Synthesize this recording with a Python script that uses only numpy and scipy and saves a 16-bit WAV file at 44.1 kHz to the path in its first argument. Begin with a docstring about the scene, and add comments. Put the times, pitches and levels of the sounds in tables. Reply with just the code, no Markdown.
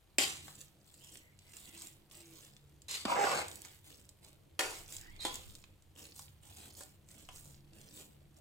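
"""A hard-walled kitchen: a slotted steel turner mashes soft, wet rice in an aluminium pressure cooker, close by.
Each stroke crackles as sticky films part, made of random clicks, with decaying tones for bubbles.
The blade's knocks are noise bursts plus the pot's ringing modes; its scrape is uneven slips and grit.
Squeaks and short rings are gliding tones. A wavering low hum, low pot resonances, a deep rumble and
a faint hiss are filtered noise."""
import sys
import numpy as np
from scipy import signal
from scipy.fft import rfft, irfft, next_fast_len
from scipy.io import wavfile
from scipy.ndimage import uniform_filter1d, map_coordinates

SR = 44100
rng = np.random.default_rng(int(sys.argv[2]) if len(sys.argv) > 2 else 0)


def dump(signal):
    """Clip the signal to [-1, 1] and save it as 16-bit WAV at the path in sys.argv[1]."""
    limited = np.clip(np.atleast_2d(signal).T, -1, 1)
    pcm = np.round(limited * 32767).astype(np.int16)
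    wavfile.write(sys.argv[1], SR, pcm)


N = 370572

# Table levels are starting points: the functions add their own gains.
# Pushes of the blade through the rice: start_s, length_s, crackle_db, squelch_db, thud_db
STROKES = [(0.415, .1, -56.5, -60, -63), (0.556, 0.065, -62, -67, -72.5), (0.825, 0.15, -68, -79.5, -82),
           (0.983, 0.081, -62, -67, -77), (1.1, 0.053, -58, -71, -73), (1.37, 0.091, -72.5, -71, -92),
           (1.46, .08, -68, -74, -88), (1.528, .15, -59, -61, -65.5), (1.715, 0.033, -59, -57, -61.5),
           (1.787, 0.065, -54, -60.5, -60.5), (2.088, 0.12, -60, -62.5, -72),
           (2.256, 0.21, -62, -67.5, -68), (2.596, 0.22, -86.5, -97.5, -89),
           (3.453, 0.12, -57.5, -64, -56.5), (3.597, 0.14, -62.5, -67, -78),
           (3.829, 0.073, -58.5, -63.5, -62.5), (3.935, 0.083, -67, -75, -73),
           (4.208, 0.054, -63.5, -66.5, -65), (4.677, .13, -55.5, -60, -71),
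           (4.872, .08, -52, -59.5, -63.5), (5.02, 0.2, -74, -70.5, -69), (5.297, 0.051, -52, -66, -81),
           (5.407, 0.17, -63.5, -70.5, -70.5), (5.949, 0.11, -57.5, -63, -61),
           (6.132, 0.086, -56, -75.5, -70), (6.413, 0.11, -62.5, -66, -63),
           (6.549, 0.12, -56.5, -60, -58.5), (6.744, 0.059, -53, -66, -62), (7.069, .16, -63, -68.5, -65.5),
           (7.304, 0.1, -57.5, -71, -68), (7.419, 0.086, -64, -73, -65.5), (7.717, .19, -66, -70, -65),
           (7.918, 0.089, -55.5, -63.5, -59.5), (8.348, .05, -65, -74, -64)]
# The mash settling between pushes: crackle_db, squelch_db, thud_db
RESTING_DB = (-86, -81.5, -71.5)
# Tone colour of the wet rice: freq_hz, level_db (per Hz)
WET_COLOUR = [(88, -31.5), (150, -4.5), (205, -1.5), (240, -10.5), (328, -2), (368, -10.5), (589, -11),
              (649, -13.5), (1690, -17.5), (3040, -11.5), (5910, -13), (7620, -4.5), (11700, -17.5),
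              (14800, -11.5), (16000, -17.5)]
# Larger wet films snapping: start_s, level_db, pitch_hz
FILM_POPS = [(0.554, -37.5, 7940), (.5904, -43, 7800), (0.6077, -37, 6000), (0.6134, -32.5, 7600),
             (0.9416, -40.5, 7900), (1.046, -38, 7600), (1.122, -41, 7600), (1.156, -37.5, 2500),
             (1.1726, -36, 7800), (1.3905, -42.5, 5450), (1.5215, -43.5, 7500), (1.536, -39, 3500),
             (1.5687, -32.5, 7600), (1.6557, -40.5, 7500), (1.7775, -36, 7900), (1.799, -38, 7500),
             (1.8204, -30.5, 7360), (1.8713, -33, 7500), (2.1128, -39.5, 3540), (2.1527, -40, 7640),
             (2.171, -40, 7600), (2.2048, -41, 7600), (2.359, -46, 7550), (2.5661, -42.5, 3420),
             (2.8192, -40.5, 7240), (3.4832, -28.5, 7650), (3.5147, -32.5, 5900), (3.557, -31.5, 11000),
             (3.619, -32, 9540), (3.6573, -37, 7600), (4.0915, -36.5, 7800), (4.2475, -39, 6000),
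             (4.286, -46.5, 9000), (4.708, -29, 8070), (4.924, -33.5, 7500), (4.9457, -35, 9000),
             (4.9664, -28, 7670), (5.0128, -35.5, 7900), (5.164, -42, 3400), (5.194, -40, 1110),
             (5.3425, -26, 7800), (5.356, -25, 7500), (5.5523, -34, 7500), (5.64, -38.5, 2500),
             (5.823, -48, 7600), (5.9789, -43, 7600), (6.028, -44, 7600), (6.054, -37.5, 4230),
             (6.163, -37, 8500), (6.1926, -33.5, 7900), (6.5701, -38, 7650), (6.7058, -50, 7600),
             (6.7913, -40, 7700), (6.835, -34.5, 7700), (7.0883, -41, 6900), (7.1138, -40, 8040),
             (7.233, -50, 7600), (7.36, -35.5, 7850), (7.734, -45, 4530), (7.8144, -40, 6600),
             (7.9687, -41, 7500), (7.973, -58, 1810)]
# How far the mash is ahead on the left side: freq_hz, lead_radians
LEFT_LEAD = [(100, 0.04), (950, 1.4), (1800, 1.2), (3000, 1.2), (5800, 0.12)]
# Blade hitting pot: start_s, landing (a name), clank_db, body_db, treble_db, rattle_db, lowest_hz,
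# pot_db, blade_hz, blade_db, left_over_right_db
POT_KNOCKS = [(0.1838, "edge", -20, -40, -24, -6, 150, -43, 3580, 4, 2),
              (.481, "tip", -49.5, -53.5, -61, -18, 405, -76, 3000, 0.5, 4),
              (2.883, "edge", -46, -66, -49.5, -9, 400, -70, 3760, 17.5, -4),
              (2.911, "edge", -48, -69.5, -42.5, -11, 400, -67, 3800, 5.5, -4),
              (3.052, "tip", -27.5, -30.5, -39, -16.5, 130, -59, 2280, 0, 0),
              (3.649, "flat", -47, -56.5, -47, -19.5, 204, -76, 2240, 7, -9.5),
              (4.592, "flat", -22.5, -36, -28, -7, 295, -44, 2080, 3.5, 0.5),
              (5.2506, "tip", -28, -42, -35, -9, 168, -45, 3460, 7.5, -1),
              (6.193, "tip", -46.5, -56.5, -49, -20, 500, -75, 2500, -6, -1),
              (6.807, "flat", -45, -49.5, -46, -24.5, 250, -69.5, 1400, -2.5, 1),
              (7.288, "tip", -44.5, -53, -55, -12.5, 484, -74, 3000, 11.5, -1)]
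# Ways the blade can land: name
LANDING_NAMES = ["edge", "flat", "tip"]
# First instant of contact over the crack, one for each landing: level_db
LANDING_SNAP = [13, 6, 6]
# The pot's ringing modes and how each landing stirs them: pitch_hz, t60_s, edge_db, flat_db, tip_db
POT_MODES = [(308, .34, -16.5, -22, -7), (343, 0.21, -10.5, -1, -7.5), (391, 0.38, -5.5, -7, -10),
             (434, 0.5, -11.5, -3, -20), (511, .32, -12.5, -2, -0.5), (595, .33, -13, -1, -24),
             (643, .3, -13, -11, -17), (756, 0.28, -6.5, 3.5, -13), (810, .3, -10.5, -13, -5),
             (1010, 0.3, -17, -14, -0.5), (1093, .3, -6.5, -13, -16), (1428, 0.23, -16.5, 0, -9),
             (1590, 0.25, -5, -4, -21), (1770, 0.36, -6.5, -6, -21), (2040, 0.36, 0, -15, -25),
             (2280, 0.27, -4, 1, -17.5), (2545, .35, -0.5, -3, -12), (2850, 0.45, -0.5, -5, -18),
             (3125, .32, -0.5, -15, -12), (3400, 0.12, -4.5, -13.5, 2), (3736, .2, 2.5, -9.5, -15),
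             (4080, 0.21, -5, -5, -16), (4640, .25, -0.5, 0, -4.5), (7330, .2, 2, -7, -13.5),
             (7900, .2, 2, -3, -13)]
# Tone colour of a knock: freq_hz, level_db (per Hz)
CLANK_COLOUR = [(120, -15.5), (200, -6), (330, -4), (500, -5.5), (800, -6), (1200, -8), (1500, -8),
                (1900, -4), (2400, -3), (3100, -4.5), (4500, -4), (5500, -4.5), (7700, -1), (9300, -9.5),
                (14400, -21.5), (16000, -25)]
# The blade pressed along the wall: time_s, judder_db, grit_db
SCRAPE_LEVEL = [(3.07, -37, -52), (3.11, -33.5, -38), (3.145, -36.5, -43.5), (3.245, -32.5, -37),
                (3.314, -31.5, -39), (3.388, -35.5, -38.5), (3.47, -52.5, -51.5)]
# Resonances of the pot wall: centre_hz, width_hz, level_db
WALL_MODES = [(509, 24, 6), (570, 59, 7), (650, 34, -2.5), (805, 59, 1.5), (990, 50, 1.5), (1146, 63, 2),
              (1320, 70, -9), (1650, 38, -11), (2150, 140, -19), (2600, 200, -5)]
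# Tone colour of the grinding blade: freq_hz, level_db (per Hz)
GRIND_COLOUR = [(71, -48.5), (120, -16), (250, -20), (330, -12.5), (503, -6.5), (698, -7.5), (805, -4.5),
                (892, -10), (1200, -14.5), (1620, -9), (1850, -16.5), (2450, -13.5), (2990, -21),
                (5200, -21), (6500, -23), (7660, -17.5), (11100, -37), (14700, -30.5), (16000, -44)]
# The blade catching and jumping on the wall: start_s, level_db, ring_hz
BLADE_CATCHES = [(3.095, -33, 1027), (3.116, -28, 1000), (3.167, -34, 800), (3.189, -36.5, 830),
                 (3.209, -38, 806), (3.24, -33, 800), (3.267, -32, 806), (3.344, -42.5, 1140),
                 (3.389, -42.5, 650)]
# The edge skidding lightly on metal: start_s, length_s, level_db
EDGE_SKIDS = [(0.206, 0.025, -38.5), (2.881, 0.075, -44.5), (2.968, 0.055, -55.5), (5.199, 0.068, -50.5)]
# Tone colour of the skidding edge: freq_hz, level_db (per Hz)
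EDGE_COLOUR = [(300, -10), (725, -13), (1500, -14), (2100, -7.5), (2900, -7), (3800, -2.5), (4500, -0.5),
               (5800, -10), (7500, -2), (9240, -10), (14200, -19), (16000, -25)]
# The edge catching into a tone; the rows near 335 Hz are the pot's hollow ring under strokes,
# and the row at 5.248 s is the blade's resonance ringing at a knock:
# start_s, length_s, first_hz, last_hz, level_db, roughness (no unit, 0 is smooth), side_tones_db
SQUEAKS_AND_RINGS = [(1.004, 0.19, 3150, 2970, -68, 1, -27), (1.205, 0.13, 2010, 2070, -73.5, 0.96, -22),
                     (1.446, 0.055, 2090, 2070, -73, 0.75, -17), (1.658, 0.22, 2030, 2070, -72, 0.63, -16),
                     (1.73, 0.13, 333, 332, -63, 0.27, -30), (2.17, 0.19, 344.5, 322.7, -62, 0.25, -30),
                     (3.096, 0.073, 1001, 1003, -37, 0.65, -22), (3.16, 0.11, 816, 790, -36, 0.7, -29),
                     (4.993, .04, 1896, 1794, -64, 1.43, -6), (5.038, 0.049, 1790, 1980, -66.5, 1.16, -9),
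                     (5.078, 0.0089, 2050, 1950, -58, .4, -16), (5.103, 0.072, 1950, 2250, -67, 1.25, -6),
                     (5.188, .012, 4000, 4050, -53, 0.66, -23), (5.199, 0.028, 3660, 4000, -45, 0.3, -26),
                     (5.248, 0.0143, 3597, 3350, -37.5, 0.27, -26)]
# Quieter tones beside each squeak or ring: ratio (to the pitch, no unit), level_db
SIDE_TONE_RATIOS = [(0.459, -3), (1.498, 2.5), (2.0, -7)]
# Low hum: centre_hz, width_hz, level_db
HUM_BANDS = [(67.3, 1.4, -4.5), (92.4, 16, -9)]
# Wavering level of the low hum: time_s, level_db
HUM_LEVEL = [(0, -73), (.4, -63.5), (.75, -75.5), (1.75, -67.5), (2.1, -74.5), (3.3, -63), (4.3, -69.5),
             (5.4, -62), (5.8, -67.5), (6.4, -62.5), (7.1, -67.5), (8.4, -69)]
# Low resonances of the pot: centre_hz, width_hz, level_db
POT_LOW_BANDS = [(140.8, 7, 3.5), (205.5, 20, -8.5), (287.7, 9.6, -13.5), (337.3, 7.2, -12)]
# Wavering level of the pot's low resonances: time_s, level_db
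POT_LOW_SWELL = [(0, -86.5), (.25, -59), (.8, -72.5), (1.8, -69.5), (4.4, -71), (5.3, -65.5), (5.8, -72.5),
                 (8.05, -62), (8.4, -68)]
# Swells of deep rumble: start_s, length_s, level_db
RUMBLE_SWELLS = [(4.593, 0.92, -59), (7.198, 0.42, -68)]
# Tone colour of the hiss: freq_hz, level_db (per Hz)
AIR_COLOUR = [(12, -31), (20, 3.5), (48, -0.5), (81, -11), (142, -10.5), (248, -23), (328, -16.5),
              (388, -18.5), (1150, -27), (3250, -28.5), (5680, -35), (7730, -32), (11400, -34),
              (14700, -32.5), (16000, -46.5)]
# How long the room rings: freq_hz, t60_s
KITCHEN_DECAY = [(150, 0.78), (600, 0.39), (3000, 0.43), (8000, 0.22), (15000, 0.58)]
# Stereo width of the reflections: freq_hz, side_over_mid (ratio, no unit)
REFLECTION_WIDTH = [(150, 0.33), (500, 0.76), (1000, 1.4), (4500, 1.6), (6000, 0.82), (15000, 0.68)]
# Balance of the two sides: freq_hz, right_over_left_db
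RIGHT_LEAN = [(200, 0), (400, 3.5), (700, -1.5), (1300, 1), (4000, 1), (8000, 2), (13000, 5)]

# "T60" is the time to fall by 60 dB.
TOP_HZ = 16000  # nothing is kept above this
# bite into the rice, growing pressure, let-go
STROKE_ATTACK_S, STROKE_SWELL_DB, STROKE_RELEASE_DB_PER_S = 0.038, 1, 218
BUBBLES_PER_S, BUBBLE_DB = 110, 9  # level over the crackle, before each bubble's random extra
# middle pitch, its scatter, cycles to fall by 60 dB
BUBBLE_HZ, BUBBLE_OCTAVES, BUBBLE_CYCLES = 7700, 0.461, 12.4
SPATTER_T60_S, CATCH_T60_S, CATCH_WIDTH_HZ = 0.04, 0.08, 91
BLADE_OCTAVES = 0.29  # width of the blade resonance
MODE_DRIFT_RADIANS = 0.41  # slow phase wander of the ringing pot
# touch, growing pressure, lift-off
SKID_ATTACK_S, SKID_SWELL_DB, SKID_RELEASE_DB_PER_S = 0.0069, 7.5, 399.5
# quick start and even fall of each tone; flutter is for roughness 1
SQUEAK_ATTACK_S, SQUEAK_RELEASE_DB_PER_S, SQUEAK_FLUTTER_DB = 0.0047, 445, 2.5
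BOOM_DB = -27.5  # the pot's low resonances, relative to the judder of the scrape
RUMBLE_ATTACK_S, RUMBLE_RELEASE_DB_PER_S = 0.1, 74


def effort():
    """Gain curves of crackle, squelch and thud as the blade pushes through the rice."""
    out = np.ones((3, N)) * amp(RESTING_DB)[:, None]
    for s, length, *layers_db in STROKES:
        push = gesture(s, length, STROKE_ATTACK_S, STROKE_RELEASE_DB_PER_S, STROKE_SWELL_DB)
        out += amp(layers_db)[:, None] * push
    return out


def rice(crackle, squelch, thud, crackle_db=-4.0, squelch_db=-4.5, thud_db=-8.0, density=560):
    """Sticky films part in tiny clicks, denser in a hard stroke; pockets in the mash answer lower."""
    rate = density * (0.12 + unit(crackle))
    films = grains(rate * amp(4 * wobble(70)), spread_db=2.5)
    pockets = unit(films + grains(rate, spread_db=4.5))
    lumps = grains(3 * rate, spread_db=1.0)

    def wet(x, lo_hz, hi_hz):
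        """One band of clicks in the colour of wet rice."""
        return unit(filtered(x, lambda f: causal(amp(along(WET_COLOUR, f)) * band(f, lo_hz, hi_hz))))

    high = amp(crackle_db) * crackle * wet(films, 3800, 23000)
    middle = amp(squelch_db) * squelch * wet(pockets, 1000, 4380)
    low = amp(thud_db) * thud * wet(lumps, 240, 950)
    return high + middle + low


def bubbles(crackle, count=1600):
    """Tiny bubbles burst at random, each a decaying tone at its own pitch, louder around each stroke."""
    out, t = np.zeros(N), np.arange(SR // 100) / SR
    near = np.abs(uniform_filter1d(crackle, size=6000))
    gaps, sizes = rng.exponential(size=count), rng.exponential(size=count)
    pitches = rng.standard_normal(count)
    starts = np.cumsum(gaps) / BUBBLES_PER_S
    for s, size, pitch in zip(starts, np.minimum(sizes, 3), pitches):
        if s < (N - 1) / SR:
            hz = min(BUBBLE_HZ * 2 ** (BUBBLE_OCTAVES * pitch), TOP_HZ)
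            fade = amp(BUBBLE_DB + 3.04 * size - 60 * hz * t / BUBBLE_CYCLES)
            add(out, s, near[int(s * SR)] * fade * np.sin(2 * np.pi * hz * t))
    return out


def pops(gain_db=5, linger_db=-8, ring_db=4, ring_octaves=0.11):
    """A larger film breaks in one sharp tick that rings at its own pitch, with a little spatter after it."""
    out, t = np.zeros(N), np.arange(SR // 20) / SR
    for s, db, hz in FILM_POPS:
        spatter = rng.standard_normal(len(t)) * amp(-60 * t / SPATTER_T60_S)
        snap = (t == 0) + amp(linger_db) * spatter / np.linalg.norm(spatter)

        def response(f):
            colour = amp(along(WET_COLOUR, f) + ring_db * bump(f, hz, ring_octaves))
            return causal(colour * band(f, hz / 2.2, hz * 1.2, order=2))

        tick = filtered(snap, response)
        add(out, s, amp(db + gain_db) * tick / np.linalg.norm(tick))
    return out


def knocks(attack_s=0.00083, gain_db=-10, body_db=7, treble_db=8, crack_t60=0.044, rattle_t60=0.49,
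           boom_db=2, chatter_db=2.5):
    """A hard crack, a short rattle of the blade, and the pot's modes, mixed by how the blade lands."""
    out, t = np.zeros((2, N)), np.arange(SR * 3 // 4) / SR

    def jitter(size):
        """A random curve with a new value every size samples."""
        return np.interp(t, t[::size], rng.standard_normal(len(t[::size])))

    for (s, landing, db, low_db, high_db, rattle_db, lowest_hz,
         pot_db, blade_hz, blade_db, pan_db) in POT_KNOCKS:
        which = LANDING_NAMES.index(landing)

        def coloured(x, lo_hz, hi_hz, order=4):
            """One band of the clank, with the blade's own resonance added."""
            def response(f):
                colour = amp(along(CLANK_COLOUR, f) + blade_db * bump(f, blade_hz, BLADE_OCTAVES))
                return causal(unit(colour * band(f, lo_hz, hi_hz, order)))
            return filtered(x, response)

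        fall = amp(-60 * t / crack_t60) + amp(LANDING_SNAP[which] - 60 * t / 0.0054)
        crack = rng.standard_normal(len(t)) * fall
        chatter = unit(amp(chatter_db * jitter(size=128)))
        rattle = rng.standard_normal(len(t)) * chatter * amp(rattle_db - 60 * t / rattle_t60)
        body = amp(low_db + body_db) * coloured(crack + amp(boom_db) * rattle, lowest_hz, 1300, order=7)
        clank = amp(db) * coloured(crack + rattle, 1300, 5520)
        treble = amp(high_db + treble_db) * coloured(crack + rattle, 5000, 17000)
        ring = np.zeros(len(t))
        for hz, t60, *shares_db in POT_MODES:
            phase = 2 * np.pi * (hz * t + rng.random()) + MODE_DRIFT_RADIANS * jitter(size=700)
            ring += amp(pot_db + shares_db[which] - 60 * t / t60) * np.sin(phase)
        hit = np.minimum(t / attack_s, 1) * (amp(gain_db) * (body + clank + treble) + ring)
        add(out, s, panned(hit, pan_db))
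    return out


def scrape(wall_db=-10, grind_db=-7, grit_db=-4, slip_rate=95):
    """The blade sticks and slips unevenly along the wall and shakes its resonances; grit rasps above."""
    turns = np.cumsum(slip_rate * amp(4 * wobble(90))) / SR
    # one click each time the running count passes a whole number
    slips = unit(np.diff(np.floor(turns), prepend=0) * amp(4.0 * wobble(120)))

    def rub(share):
        """Slips mixed with fine grit."""
        return unit(share * slips + grains(3000, spread_db=2.5) * amp(0.81 * wobble(80)))

    def grind(lo_hz, hi_hz):
        """One band of the grinding sound."""
        return unit(filtered(rub(0.32), lambda f: causal(amp(along(GRIND_COLOUR, f)) * band(f, lo_hz, hi_hz))))

    wall = unit(filtered(rub(0.98), lambda f: resonances(WALL_MODES, f) * band(f, 380, 2600)))
    judder = amp(wall_db) * wall + amp(grind_db) * grind(162, 1590)
    grit = amp(grit_db) * grind(1570, 17000)
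    return level(SCRAPE_LEVEL) * judder + level(SCRAPE_LEVEL, axis=2) * grit


def catches(gain_db=1, crunch_db=-2):
    """Each jump of the blade is a short rough burst that rings the wall at one pitch."""
    out, t = np.zeros(N), np.arange(SR // 6) / SR
    for s, db, hz in BLADE_CATCHES:
        burst = rng.standard_normal(len(t)) * amp(-60 * t / CATCH_T60_S)

        def response(f):
            crunch = amp(crunch_db + along(GRIND_COLOUR, f)) * band(f, 200, 2300)
            ring = np.abs(resonances([(hz, CATCH_WIDTH_HZ, 6)], f))
            return causal(unit((crunch + ring) * band(f, 97, 3200)))

        add(out, s, amp(db + gain_db) * filtered(burst, response))
    return out


def squeaks_and_rings(gain_db=-2.5):
    """Friction tones that glide and waver, and short rings of the pot and the blade, with side tones."""
    out = np.zeros(N)
    waver = 0.04 * wobble(330) + 0.06 * wobble(1300)
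    flutter = SQUEAK_FLUTTER_DB * wobble(220)
    for s, length, first_hz, last_hz, db, rough, sides_db in SQUEAKS_AND_RINGS:
        grip = amp(db) * gesture(s, length, SQUEAK_ATTACK_S, SQUEAK_RELEASE_DB_PER_S)
        grip *= amp(rough * flutter)
        on = grip > 0
        glide = np.interp(clock()[on], [s, s + length], [first_hz, last_hz])
        phase = 2 * np.pi * np.cumsum(glide * (1 + rough * waver[on])) / SR
        sides = sum(amp(sides_db + tone_db) * np.sin(ratio * phase) for ratio, tone_db in SIDE_TONE_RATIOS)
        out[on] += grip[on] * (np.sin(phase) + sides)
    return amp(gain_db) * out


def skids(gain_db=0):
    """Light contact gives a fine, bright rasp that grows until the edge lifts."""
    def response(f):
        return causal(amp(along(EDGE_COLOUR, f)) * band(f, 530, 18000, order=1))
    rasp = unit(filtered(grains(5000, spread_db=4.5), response))
    contact = np.zeros(N)
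    for s, length, db in EDGE_SKIDS:
        contact += amp(db) * gesture(s, length, SKID_ATTACK_S, SKID_RELEASE_DB_PER_S, SKID_SWELL_DB)
    return amp(gain_db) * rasp * contact


def kitchen(direct, early_db, tail_db, size=4096):
    """Pot walls answer within milliseconds, redrawn every size samples; the hard room adds a long tail."""
    x = direct.mean(axis=0)
    # the tail is noise whose every pitch dies at its own speed
    hz, t, z = signal.stft(rng.standard_normal((2, SR * 3 // 4)), SR, nperseg=256)
    fall = amp(-60 * t / along(KITCHEN_DECAY, hz)[:, None]) * (1 - np.exp(-t / 0.005))
    tail = signal.istft(z * fall, SR, nperseg=256)[1]
    tail /= np.linalg.norm(tail[0])
    answer = amp(tail_db) * signal.fftconvolve(x[None], tail, axes=1)[:, :N]
    dying = amp(-60 * np.arange(SR // 40) / SR / 0.02)
    for start in range(0, N, size):
        walls = rng.standard_normal((2, len(dying))) * dying / np.linalg.norm(dying)
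        early = signal.fftconvolve(x[None, start:start + size], walls, axes=1)
        add(answer, start / SR, amp(early_db) * early)
    return direct + widened(answer)


def background(hum_db=1, pot_low_db=0, rumble_db=-77, air_db=-70.5):
    """A narrow low hum, pot resonances that boom under the scrape, a rumble and a faint even hiss."""
    def noise(response, apart):
        """Filtered stereo noise; apart sets how much the sides differ."""
        mid, side = filtered(rng.standard_normal((2, N)), response)
        return unit(np.array([mid + apart * side, mid - apart * side]))

    hum = noise(lambda f: resonances(HUM_BANDS, f) * band(f, 58, 130), apart=0.2)
    pot_low = noise(lambda f: resonances(POT_LOW_BANDS, f) * band(f, 110, 450), apart=0.25)
    rumble = noise(lambda f: band(f, 14, 27, order=6), apart=0.4)
    air = noise(lambda f: amp(along(AIR_COLOUR, f)) * band(f, 50, 17000), apart=0.5)
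    boom = amp(BOOM_DB) * level(SCRAPE_LEVEL)
    humming = amp(hum_db) * level(HUM_LEVEL) * hum
    booming = (amp(pot_low_db) * level(POT_LOW_SWELL) + boom) * pot_low
    swells = np.zeros(N)
    for s, length, db in RUMBLE_SWELLS:
        swells += amp(db) * gesture(s, length, RUMBLE_ATTACK_S, RUMBLE_RELEASE_DB_PER_S)
    return humming + booming + (amp(rumble_db) + swells) * rumble + amp(air_db) * air


def amp(db):
    """Decibels to gain."""
    return 10 ** (np.asarray(db) / 20)


def unit(x):
    """Scale to rms (average strength) 1."""
    return x / np.sqrt(np.mean(x ** 2) + 1e-20)


def along(points, hz):
    """Read a (freq_hz, value) table at any frequency, on a log axis."""
    f, v = np.transpose(points)
    return np.interp(np.log(hz + 1), np.log(f + 1), v)


def clock():
    """The time of each sample, in seconds."""
    return np.arange(N) / SR


def level(rows, axis=1, fade=0.0075):
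    """Gain curve from a dB column, fading out beyond its ends."""
    rows, t = np.asarray(rows), clock()
    inside = np.clip(1 + np.minimum(t - rows[0, 0], rows[-1, 0] - t) / fade, 0, 1)
    return amp(np.interp(t, rows[:, 0], rows[:, axis])) * inside


def gesture(s, length, attack_s, release_db_per_s, swell_db=0):
    """Gain of one movement: a quick rise, a hold that swells, then an even fall in dB."""
    out = np.zeros(N)
    t = np.arange(int((length + 0.4) * SR)) / SR
    db = swell_db * (np.minimum(t / length, 1) - 0.5) - release_db_per_s * np.maximum(t - length, 0)
    add(out, s, np.minimum(t / attack_s, 1) * amp(db))
    return out


def wobble(rate):
    """A smooth random curve, rate knots a second."""
    knots = rng.standard_normal(int(N * rate / SR) + 4)
    return map_coordinates(knots, [clock() * rate], order=2)


def grains(rate, spread_db):
    """Random clicks of uneven size, rate a second, at rms 1."""
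    size = amp(spread_db * np.minimum(rng.exponential(size=N), 3)) * rng.choice([-1, 1], N)
    return unit((rng.random(N) < rate / SR) * size / np.sqrt(rate))


def filtered(x, response):
    """Filter x with a response given as a function of frequency."""
    n = x.shape[-1]
    m = 2 * next_fast_len(n // 2 + 4096)
    return irfft(rfft(x, m) * response(np.fft.rfftfreq(m, 1 / SR)), m)[..., :n]


def causal(gain):
    """The response with this gain that rings only after its cause."""
    c = irfft(np.log(np.maximum(gain, 1e-6)))
    c[1:len(c) // 2] *= 2
    c[len(c) // 2 + 1:] = 0
    return np.exp(rfft(c))


def band(hz, lo_hz, hi_hz, order=4):
    """Gain of a band with smooth edges."""
    low_edge = 1 + (lo_hz / (hz + 1)) ** (2 * order)
    high_edge = 1 + (hz / hi_hz) ** (2 * order)
    return (low_edge * high_edge) ** -0.5


def bump(hz, centre_hz, octaves):
    """A bell of height 1 on a log-frequency axis."""
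    return np.exp(-(np.log2((hz + 1) / centre_hz) / octaves) ** 2)


def resonances(modes, f):
    """Response of (centre_hz, width_hz, level_db) resonances, with alternating signs."""
    total = 0
    for k, (centre, width, db) in enumerate(modes):
        damping = 1j * f * width
        total = total + (-1) ** k * amp(db) * damping / (centre * centre - f * f + damping)
    return total


def panned(x, db):
    """Place a sound between left and right; db is left over right."""
    return x * amp([[db / 2], [-db / 2]])


def widened(pair):
    """Left and right from a middle and a side signal."""
    mid, side = pair[0], filtered(pair[1], lambda f: along(REFLECTION_WIDTH, f))
    return np.array([mid + side, mid - side])


def add(track, s, x):
    """Mix x into the track at time s."""
    part = track[..., round(s * SR):][..., :x.shape[-1]]
    part += x[..., :part.shape[-1]]


def scene():
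    """Rice and metal each get their own reflections, stronger for the rice; the high treble leans right."""
    crackle, squelch, thud = effort()
    sides = np.array([[-0.5], [0.5]])
    wet = panned(rice(crackle, squelch, thud) + bubbles(crackle) + pops(), db=-1.0)
    # the mash reaches the left side first
    wet = filtered(wet, lambda f: np.exp(-1j * sides * along(LEFT_LEAD, f)))
    mash = kitchen(wet, early_db=-2.0, tail_db=-6.5)
    rubbing = panned(scrape() + catches() + squeaks_and_rings() + skids(), db=1.7)
    metal = kitchen(rubbing + knocks(), early_db=-3.5, tail_db=-8.5)
    return filtered(mash + metal, lambda f: amp(sides * along(RIGHT_LEAN, f))) + background()


def record(dry):
    """Nothing is kept above the band limit."""
    return filtered(dry, lambda f: f < TOP_HZ)


dry = scene()
out = record(dry)
dump(out)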